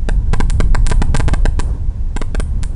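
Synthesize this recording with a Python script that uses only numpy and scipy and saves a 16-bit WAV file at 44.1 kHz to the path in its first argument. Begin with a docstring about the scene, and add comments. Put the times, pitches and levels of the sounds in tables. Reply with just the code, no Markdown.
"""A distant rocket: a deep, heaving rumble, a fluttering mid-range roar and a steady hiss, all shaped noise.
From the start, the sound snaps sharply at its strongest pressure waves: a crack is a flat step of up to about 5
ms, a tick is one sample. Each snap returns 5 ms later as a tinny ring, then as one bright glint, and leaves a
faint, bright room tail. Halfway through the rumble eases off, just after which the roar swells briefly; weaker
cracks follow in the last third, two of them with a tiny sputter."""
import sys
import numpy as np
from scipy import signal
from scipy.fft import rfft, irfft
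from scipy.io import wavfile
from scipy.ndimage import uniform_filter1d

SR = 44100
rng = np.random.default_rng(int(sys.argv[2]) if len(sys.argv) > 2 else 0)


def to_wav(s):
    """Save 16-bit WAV."""
    ch = np.atleast_2d(s).T  # columns
    pcm = np.round(np.clip(ch, -1, 1) * 32767)  # PCM
    wavfile.write(sys.argv[1], SR, pcm.astype(np.int16))


N = 121275

# cracks, each a flat step: start_s, length_ms, step_db
CRACKS = [(0.0881, .93, -7), (.3341, 3.34, -5), (0.4024, 1.59, -5), (0.6025, 1.13, -4.5),
          (.7476, .32, -4.5), (.9154, 3.6, -5), (1.0184, 1.84, -5), (1.1459, 2.86, -4), (1.1983, 5.28, -6),
          (1.2808, 5.17, -5.5), (1.3359, 2.11, -6), (1.4553, 0.876, -5), (1.5927, 1.43, -9),
          (2.1647, 1.7, -10.5), (2.2163, 1.21, -9.5), (2.3477, 1.005, -10), (2.3985, 1.095, -10)]
# ticks of a single sample: start_s, level_db, polarity
TICKS = [(.4997, 2, -1), (.8663, 4.5, 1), (.8997, 1.5, -1), (1.1663, 4, 1), (1.5996, 0.5, -1),
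         (2.6329, -0.5, 1)]

WAVE_S, WAVE_LEAD_S = .038, .00595  # length of a large pressure wave; its start ahead of the crack
WAVE_DB, TICK_WAVE_DB = .5, -8.5    # wave height relative to the crack's step or to the tick
WAVE_EDGE = 2.86   # higher: the wave takes over from the churn more abruptly
WAVE_SKEW = .77    # under 1 the first half of the wave is quick and the second slow
GUST_HZ, GUST_DB = 21.8, 2  # flutter rate and rms depth
RUMBLE_CEILING = .85        # full scale = 1
HISS_DB = -56.5
ECHO_S, ECHO_DB = .0047, .5
GLINT_S, GLINT_HZ, GLINT_WIDTH_HZ, GLINT_DB = .0163, 8700, 400, -9
SPUTTER_S = .0005
RIGHT_DB = .28   # how much louder the bed is on the right than on the left
TOP_HZ = 10650


def undb(db):
    """Decibels to gain."""
    return 10 ** (np.asarray(db) / 20)


def curve(rows):
    """Gain over time from rows of time_s, level_db."""
    time_s, level_db = np.array(rows).T
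    return undb(np.interp(np.arange(N) / SR, time_s, level_db))


def noise(colour):
    """Noise of unit rms whose spectrum follows rows of frequency_hz, relative level_db per Hz."""
    hz, db = np.array(colour).T
    bins_hz = np.fft.rfftfreq(N, 1 / SR)
    gain = undb(np.interp(np.log(bins_hz + 1), np.log(hz), db))
    shaped = irfft(rfft(rng.standard_normal(N)) * gain, N)
    return shaped / shaped.std()


def resonate(x, hz, width_hz):
    """One resonance, gain 1 at its centre."""
    b, a = signal.iirpeak(hz, hz / width_hz, fs=SR)
    return signal.lfilter(b, a, x)


def delay(x, seconds):
    """The same sound, later."""
    return np.pad(x, (int(seconds * SR), 0))[:N]


def gusts(rate_hz):
    """Moving air: a gain that wanders at random, up to about `rate_hz` times a second."""
    hz = np.fft.rfftfreq(N, 1 / SR)
    smoothing = np.exp(-(hz / rate_hz) ** 2)
    walk = irfft(rfft(rng.standard_normal(N)) * smoothing, N)
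    return undb(GUST_DB * walk / walk.std())


def swing(churn, start, height):
    """One lopsided cycle of a large pressure wave takes over from the churn; trough first if height > 0."""
    phase = np.clip((np.arange(N) / SR - start) / WAVE_S, 0, 1)
    fade = np.minimum(WAVE_EDGE * np.sin(np.pi * phase), 1)
    share = np.sin(fade * np.pi / 2) ** 2
    wave = np.sin(2 * np.pi * phase ** WAVE_SKEW)
    return churn * (1 - share) - share * height * wave


def rumble():
    """Low exhaust turbulence; cracks sit in the trough of a large wave, ticks on the slope of one."""
    # colour of the deep churn: frequency_hz, relative level_db per Hz
    churn_colour = [(12, -37), (21, 5), (35, -2), (60, -5.5), (85, -13), (150, -26.5), (220, -37.5),
                    (330, -41.5), (600, -80), (2000, -110)]
    # strength of the churn ahead of waves and soft limit: time_s, level_db
    effort = [(0, -16.5), (.2, -10.5), (.45, -10), (.65, -6), (.85, -9.5), (1.1, -9.5), (1.48, -8),
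              (1.6, -14.5), (1.85, -16), (2.3, -17.5), (2.5, -15), (2.75, -20)]
    # colour of the upper bass: frequency_hz, relative level_db per Hz
    buffet_colour = [(50, -21), (100, 2), (150, -3), (220, -11), (320, -21), (700, -58), (2000, -100)]
    # strength of the upper bass ahead of gusts and soft limit: time_s, level_db
    buffet_level = [(0, -34), (.22, -31), (.35, -29), (.52, -33), (.62, -23), (.8, -26), (.97, -29.5),
                    (1.15, -23), (1.45, -39), (1.65, -33), (1.8, -34), (2.15, -40), (2.4, -32.5),
                    (2.75, -30)]

    churn = noise(churn_colour)
    running_rms = np.sqrt(uniform_filter1d(churn ** 2, size=9000))  # about 0.2 s
    churn = churn / running_rms * curve(effort)
    for start, _, db in CRACKS:
        churn = swing(churn, start - WAVE_LEAD_S, undb(db + WAVE_DB))
    for start, db, polarity in TICKS:
        churn = swing(churn, start - WAVE_S / 3, np.sign(polarity) * undb(db + TICK_WAVE_DB))
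    buffet = noise(buffet_colour) * curve(buffet_level) * gusts(GUST_HZ)
    return RUMBLE_CEILING * np.tanh((churn + buffet) / RUMBLE_CEILING)


def roar():
    """Mid-range noise that moving air makes flutter."""
    # colour: frequency_hz, relative level_db per Hz
    roar_colour = [(80, 8), (220, -0.5), (430, 0), (700, -7.5), (980, -6.5), (1300, -19), (1600, -17),
                   (2300, -32), (5000, -33.5)]
    # level ahead of the gusts: time_s, level_db
    roar_level = [(0, -46), (.3, -42.5), (.55, -39), (.75, -39), (1.3, -38), (1.53, -41), (1.66, -32.5),
                  (1.77, -37.5), (1.85, -43.5), (2.15, -45.5), (2.45, -46), (2.6, -43.5), (2.75, -40)]
    return noise(roar_colour) * curve(roar_level) * gusts(GUST_HZ)


def hiss():
    """Steady noise that slopes down toward the treble."""
    # colour: frequency_hz, relative level_db per Hz
    hiss_colour = [(200, 6), (2000, 3), (4000, -3), (7000, -4.5), (9500, -7.5), (11000, -13)]
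    return undb(HISS_DB) * noise(hiss_colour)


def snaps():
    """Snaps: a flat-topped step for each crack, a single spike for each tick, an occasional sputter."""
    # fizz as a crack lets go: start_s, level_db
    sputters = [(2.1666, -17), (2.3999, -16.5)]
    out, n = np.zeros(N), np.arange(N)
    for start, length_ms, db in CRACKS:
        age = n - int(start * SR)
        # the last sample is partial, so a length may fall between samples
        step = (age >= 0) * np.clip(length_ms * SR / 1000 - age, 0, 1)
        out += undb(db) * step
    for start, db, polarity in TICKS:
        out[int(start * SR)] += np.sign(polarity) * undb(db)
    fizz = np.diff(rng.standard_normal(N + 1))  # treble-heavy noise
    for start, db in sputters:
        gate = (n >= start * SR) * (n < (start + SPUTTER_S) * SR)
        out += undb(db) * fizz * gate
    return out


def ring(x):
    """A short echo through a bank of parallel, tinny resonances."""
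    # resonances: frequency_hz, width_hz, level_db within the echo, polarity (only its sign counts)
    modes = [(442, 74, -6, 5), (544, 92, -9.5, 1), (697, 141, -4, 1), (836, 55, -0.5, 1),
             (1008, 166, 4, -1), (1143, 180, -0.5, -1), (1560, 115, 8.5, -1), (2260, 140, -4.5, 1),
             (2610, 110, -6, 1), (3750, 2040, -0.5, 1), (5440, 3400, -4.5, -1), (7410, 170, 6.5, -1),
             (8600, 1300, -1.5, 1), (9100, 420, -15, 1)]
    echo = np.zeros(N)
    for hz, width_hz, db, polarity in modes:
        echo += np.sign(polarity) * undb(db) * resonate(x, hz, width_hz)
    return undb(ECHO_DB) * delay(echo, ECHO_S)


def glint(x):
    """One bright reflection through a single treble resonance."""
    return undb(GLINT_DB) * delay(resonate(x, GLINT_HZ, GLINT_WIDTH_HZ), GLINT_S)


def room(x):
    """Decaying noise tails: a quick scatter, dull early reflections and a longer, brighter reverberation."""
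    # colour before tilt: frequency_hz, relative level_db per Hz
    room_colour = [(200, -19.5), (450, -16.5), (1000, 4.5), (1350, -9.5), (1600, 0), (2500, -5), (4500, -3),
                   (6400, -3.5), (7700, 6.5), (9500, 9.5), (11000, -5)]
    # scatter, early reflections, reverberation: delay_s, level_db, t60_s, tilt_db per octave
    tails = [(.0052, -10.5, 0.017, 0.5), (0.014, -17.5, 0.12, -3), (.022, -15.5, 0.3, -0.5)]
    response = np.zeros(N)
    for wait, db, t60, tilt in tails:
        age = np.arange(N) / SR - wait
        tilted = [(hz, level + tilt * np.log2(hz)) for hz, level in room_colour]
        decay = (age > 0) * np.exp(-np.log(1000) * np.abs(age) / t60)
        tail = noise(tilted) * decay
        response += undb(db) * tail / np.sqrt(np.sum(tail ** 2))  # unit energy, then level
    return signal.fftconvolve(x, response)[:N]


def scene():
    """Rumble, roar and hiss a hair to the right; the crackle and its reflections in the centre."""
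    bed = rumble() + roar() + hiss()
    balance = undb(np.array([[-RIGHT_DB], [RIGHT_DB]]) / 2)
    crackle = snaps()
    return bed * balance + crackle + ring(crackle) + glint(crackle) + room(crackle)


def record(dry):
    """The sound channel blocks steady pressure and cuts the top steeply."""
    blocker = signal.butter(1, 3, "highpass", fs=SR, output="sos")
    top_cut = signal.butter(20, TOP_HZ, fs=SR, output="sos")
    return signal.sosfiltfilt(top_cut, signal.sosfilt(blocker, dry))


dry = scene()
out = record(dry)
to_wav(out)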